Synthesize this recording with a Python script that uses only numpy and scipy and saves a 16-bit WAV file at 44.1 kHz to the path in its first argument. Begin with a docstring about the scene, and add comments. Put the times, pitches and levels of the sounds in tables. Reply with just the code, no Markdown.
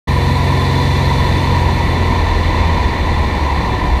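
"""Cockpit of a light aerobatic plane: a six-cylinder engine and two-blade propeller drone, then slow.
Their low orders throb over buffeting air. The firings shake cowling and canopy into a ringing roar;
the exhaust stirs a boom in the cabin air. The slipstream whistles over canopy gaps and leaking air
hisses, both easing as the plane slows. All noise but the buffeting pulses with the engine."""
import sys
import numpy as np
from scipy import signal
from scipy.fft import rfft, irfft
from scipy.io import wavfile
from scipy.ndimage import uniform_filter1d

SR = 44100
rng = np.random.default_rng(int(sys.argv[2]) if len(sys.argv) > 2 else 0)


def master_out(mix):
    """Clip the mix to full scale and print it as 16-bit PCM to the path in sys.argv[1]."""
    frames = np.transpose(np.atleast_2d(mix))
    ceiling = np.clip(frames, -1, 1)
    pcm = np.round(ceiling * 32767).astype(np.int16)
    wavfile.write(sys.argv[1], SR, pcm)


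N = 176400

# engine speed, two shaft turns a cycle (time [s], cycle rate [Hz])
CYCLE_RATE = [(0.1, 22.4), (0.7, 22.45), (1.25, 22.36), (1.45, 22.11), (1.8, 21.47), (2.1, 21.03),
              (2.35, 20.81), (2.86, 20.69), (2.98, 20.29), (3.15, 19.37), (3.35, 18.39), (3.72, 16.92),
              (3.9, 16.64), (4.0, 16.58)]
# noise pulsation (order [per cycle], depth [ratio])
THROB_ORDERS = [(1, 0.037), (2, 0.049), (3, 0.044), (4, 0.096), (6, 0.049), (8, 0.12)]
# main tones before trim (time [s], shaft [dB], blade pass [dB], firing [dB])
TONE_LEVELS = [(0.1, -26, -18.0, -19.5), (0.7, -37, -18.5, -17.5), (1.0, -30, -19, -18.5),
               (1.25, -31.7, -19.5, -18.5), (1.45, -33, -18, -19.5), (1.62, -32.5, -16, -20.5),
               (1.8, -27.1, -19, -23.3), (2.1, -23, -16, -24), (2.35, -20, -19.5, -39),
               (2.72, -27, -16, -49), (2.86, -30, -20, -35), (2.98, -29, -22.5, -38), (3.15, -29, -17, -26),
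               (3.35, -33.2, -20, -41), (3.55, -32, -16.5, -32), (3.72, -25, -35, -22),
               (3.9, -31, -16.5, -32), (4.0, -29, -18, -25)]
# lope of uneven cylinders (time [s], level [dB])
LOPE_LEVEL = [(0.1, -18.5), (0.6, -25), (1.05, -18), (1.5, -27), (1.7, -20.5), (1.9, -31.5), (2.7, -29),
              (2.86, -16), (3.05, -27), (4, -36)]
# exhaust overtones (order [per cycle], base level [dB])
EXHAUST_ORDERS = [(7, -34), (8, -37.5), (9, -38), (10, -37), (11, -33.5), (12, -32.5), (14, -40.5),
                  (16, -40), (17, -36.5), (21, -42.5), (22, -36.5), (44, -30.5)]

# roar, boom and panels together (time [s], gain [dB])
CABIN_GAIN = [(0.1, -0.5), (0.8, 0), (1.6, 0.5), (2.3, 0), (2.65, 0.8), (3.05, -1), (3.5, -0.35), (4, -2)]
# broad roar (frequency [Hz], density [dB/Hz])
ROAR_SPECTRUM = [(70, -67), (120, -52), (165, -48.5), (240, -48), (285, -52.5), (400, -54.5), (600, -55),
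                 (780, -54), (1050, -57.5), (1250, -65), (1570, -67), (1700, -63.5), (2300, -64.5),
                 (2900, -66.5), (3300, -73), (4400, -83), (6000, -99)]
# cabin air modes (centre [Hz], width [Hz], peak [dB/Hz])
AIR_MODES = [(159.4, 49, -45), (303, 35, -49.5), (334, 31, -53), (378.3, 45, -50.5)]
# panel modes (centre [Hz], width [Hz], peak [dB/Hz])
PANEL_MODES = [(477, 63, -51), (599, 38, -57), (1387, 110, -65), (1807, 92, -52.5), (1968, 111, -52),
               (2146, 53, -56.5), (2245, 115, -59), (2378, 99, -59), (2633, 80, -64), (3040, 100, -67.5)]
# strongest panel and canopy modes (centre [Hz], width [Hz], peak [dB/Hz])
RING_MODES = [(843, 71, -53.5), (933.5, 94, -47), (1004, 74, -45.5), (1079, 87, -54)]
# their swell (time [s], relative level [dB])
RING_SWELL = [(0.2, -23.5), (0.48, -21.5), (0.65, -21.5), (0.93, -24), (1.15, -19.5), (1.38, -23),
              (1.53, -18.9), (1.75, -22.0), (1.93, -23), (2.13, -19.5), (2.48, -22.5), (2.6, -18.5),
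              (3.0, -22.5), (3.18, -21.0), (3.35, -22), (3.52, -19), (3.7, -21), (3.88, -21)]

# slipstream (time [s], relative level [dB])
WIND_SWELL = [(0.1, -34), (0.55, -33), (0.85, -31.5), (1.3, -32.3), (1.8, -34.5), (2.6, -34.5),
              (3.0, -35.5), (4, -37.5)]
# slipstream (frequency [Hz], density [dB/Hz])
WIND_SPECTRUM = [(2000, -97), (3200, -77.5), (3650, -63.5), (3850, -71.5), (4350, -75.5), (4700, -71),
                 (5100, -79), (6500, -80), (7300, -84), (9000, -94), (15000, -115)]
# canopy gap resonances (centre [Hz], width [Hz], peak [dB/Hz])
GAP_MODES = [(3957, 224, -62.5), (4175, 177, -61.5), (4460, 150, -66), (4670, 67, -73), (5730, 170, -73.5),
             (6180, 100, -73.5), (7660, 330, -84.5)]
# buffeting (time [s], gain [dB])
BUFFET_GAIN = [(0.1, -6), (0.8, -6), (1.35, 1.5), (1.75, -2), (1.95, 0.5), (2.6, 3), (3.15, 4.5), (3.5, 0),
               (3.7, 3.5), (4, 6)]
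# buffeting (frequency [Hz], density [dB/Hz])
BUFFET_SPECTRUM = [(12, -68), (22, -48), (36, -39.5), (48, -42), (64, -37.5), (85, -43.5), (115, -49),
                   (200, -64), (400, -87)]
# leaking air (time [s], relative level [dB])
LEAK_SWELL = [(0.1, -48.2), (1.25, -48.5), (1.9, -51.2), (2.8, -54.2), (3.3, -54), (4, -54.5)]
# leaking air (frequency [Hz], density [dB/Hz])
LEAK_SPECTRUM = [(4000, -100), (7000, -88.5), (8300, -87.5), (8750, -83), (9400, -86.5), (11300, -90),
                 (11600, -87), (12400, -88), (12900, -93), (13500, -90), (14200, -94), (15300, -96)]

SHAFT_ORDER, LOPE_ORDER, BLADE_ORDER, FIRING_ORDER = 2, 3, 4, 6
SHAFT_TRIM_DB, BLADE_TRIM_DB, FIRING_TRIM_DB, RING_TRIM_DB = -.5, .6, .1, -.06


def from_db(db):
    """Decibels to gain."""
    return 10 ** (np.asarray(db) / 20)


def curves(rows):
    """Each column of a time table, per sample."""
    times_s, *columns = np.transpose(rows)
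    return [np.interp(np.arange(N) / SR, times_s, column) for column in columns]


def swing(rows):
    """Gain of a level curve about its mean."""
    db, = curves(rows)
    return from_db(db - db.mean())


def drift(rate_hz):
    """Slow random wander, standard deviation 1."""
    hop, settle = 40, 2000
    pole = np.exp(-2 * np.pi * rate_hz * hop / SR)
    white = rng.standard_normal(N // hop + settle + 2)
    slow = signal.lfilter([1], [1, -2 * pole, pole * pole], white)[settle:]
    return np.interp(np.arange(N) / hop, np.arange(len(slow)), (slow - slow.mean()) / slow.std())


def turbulence(pulse):
    """Spectrum of 0 dB/Hz white noise times a pulse gain, and its frequencies."""
    spectrum = rfft(rng.standard_normal(N) * pulse) * np.sqrt(SR / 2)
    return spectrum, np.maximum(np.arange(N // 2 + 1) * SR / N, 1)


def coloured(rows, pulse=1):
    """Turbulence shaped by a spectrum table."""
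    spectrum, hz = turbulence(pulse)
    points_hz, points_db = np.transpose(rows)
    db = np.interp(np.log(hz), np.log(points_hz), points_db, left=-140, right=-140)
    return irfft(spectrum * from_db(db), N)


def resonance(centre_hz, width_hz, peak_db, pulse):
    """Turbulence ringing in one steep-sided resonance."""
    spectrum, hz = turbulence(pulse)
    detuning = (hz ** 2 - centre_hz ** 2) / (hz * width_hz)
    return irfft(spectrum * from_db(peak_db) / (1 + 1j * detuning) ** 2, N)


def sustained(noise, window_s=.2):
    """Evens out slow swells, as under a steady drive."""
    power = uniform_filter1d(noise ** 2, int(window_s * SR), mode="wrap")
    return noise * np.sqrt(power.mean() / power)


def locked_tone(phase, order):
    """Engine order, rms 1, aligned to one common push per cycle."""
    return -np.sqrt(2) * np.sin(order * phase)


def offset_tone(phase, order):
    """Engine order, rms 1, at a random angle to the cycle."""
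    return locked_tone(phase + rng.uniform(0, 2 * np.pi), order)


def cycle_phase(jitter=.00084, push_s=.1865):
    """Engine cycle angle [rad], zero at the push at push_s."""
    cycle_hz, = curves(CYCLE_RATE)
    phase = 2 * np.pi * np.cumsum(cycle_hz * (1 + jitter * drift(7.3))) / SR
    return phase - phase[int(push_s * SR)]


def drone(phase, shaft_db, blade_db, firing_db, lope_waver_db=.5):
    """Shaft, blade-pass and firing tones; uneven cylinders lope at half the firing rate."""
    shaft = from_db(shaft_db + SHAFT_TRIM_DB) * offset_tone(phase, SHAFT_ORDER)
    blades = from_db(blade_db + BLADE_TRIM_DB) * locked_tone(phase, BLADE_ORDER)
    firing = from_db(firing_db + FIRING_TRIM_DB) * locked_tone(phase, FIRING_ORDER)
    lope_db = curves(LOPE_LEVEL)[0] + lope_waver_db * drift(4)
    return shaft + blades + firing + from_db(lope_db) * locked_tone(phase, LOPE_ORDER)


def exhaust(phase, firing_db, follow=.45, waver_db=2):
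    """Wavering overtones that partly follow the firing tone's level."""
    load_db = follow * (firing_db - firing_db.max())
    return sum(from_db(db + load_db + waver_db * drift(2.9)) * offset_tone(phase, order)
               for order, db in EXHAUST_ORDERS)


def cabin_roar(throb):
    """Broad engine noise, pulsing with the cycle."""
    return coloured(ROAR_SPECTRUM, 1 + throb)


def cabin_boom(throb, follow=.3):
    """Cabin air stirred by the exhaust; partly follows the buffeting's level."""
    boom = sum(resonance(*mode, 1 + throb) for mode in AIR_MODES)
    return sustained(boom) * swing(BUFFET_GAIN) ** follow


def panels(throb, waver_db=1.16):
    """Panels shaken by the firings, each mode wavering on its own."""
    return sum(sustained(resonance(*mode, 1 + .53 * throb)) * from_db(waver_db * drift(4.8))
               for mode in PANEL_MODES)


def main_ring(throb):
    """Panel and canopy modes near 1 kHz, throbbing deeply."""
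    ring = sum(resonance(*mode, 1 + 1.7 * throb) for mode in RING_MODES)
    return sustained(ring) * swing(RING_SWELL) * from_db(RING_TRIM_DB)


def slipstream(pulse, whistle_waver_db=.9, flutter_db=.4):
    """Air rushing over resonant canopy gaps; one gap whistles."""
    rush = coloured(WIND_SPECTRUM, pulse)
    gaps = sum(resonance(*mode, pulse) for mode in GAP_MODES)
    whistle = sustained(resonance(centre_hz=3506, width_hz=70, peak_db=-56, pulse=pulse))
    whistle *= from_db(whistle_waver_db * drift(2.4))
    return (rush + gaps + whistle) * swing(WIND_SWELL) * from_db(flutter_db * drift(12))


def buffeting():
    """Low rumble of buffeting air."""
    return sustained(coloured(BUFFET_SPECTRUM)) * from_db(curves(BUFFET_GAIN)[0])


def leak_hiss(pulse):
    """Fine hiss of leaking air."""
    return coloured(LEAK_SPECTRUM, pulse) * swing(LEAK_SWELL)


def scene():
    """One crankshaft drives the tones and the throb of the noise. 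Mono."""
    phase = cycle_phase()
    throb = sum(depth * offset_tone(phase, order) for order, depth in THROB_ORDERS)
    shaft_db, blade_db, firing_db = curves(TONE_LEVELS)
    engine = drone(phase, shaft_db, blade_db, firing_db) + exhaust(phase, firing_db)
    cabin = (cabin_roar(throb) + cabin_boom(throb) + panels(throb)) * from_db(curves(CABIN_GAIN)[0])
    ring = main_ring(throb)
    air_pulse = 1 + .38 * throb
    air = slipstream(air_pulse) + buffeting() + leak_hiss(air_pulse)
    return (engine + cabin + ring + air)[None]


def record(dry):
    """Quick fade-in from silence, soft clip, steep low-pass."""
    start_s, fade_s, cutoff_hz = .072, .011, 15280
    fade_in = np.clip((np.arange(N) / SR - start_s) / fade_s, 0, 1)
    rounded = 1.615 * np.tanh(dry * fade_in / 1.596)
    return signal.sosfilt(signal.ellip(14, .1, 90, cutoff_hz, fs=SR, output="sos"), rounded)


dry = scene()
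out = record(dry)
master_out(out)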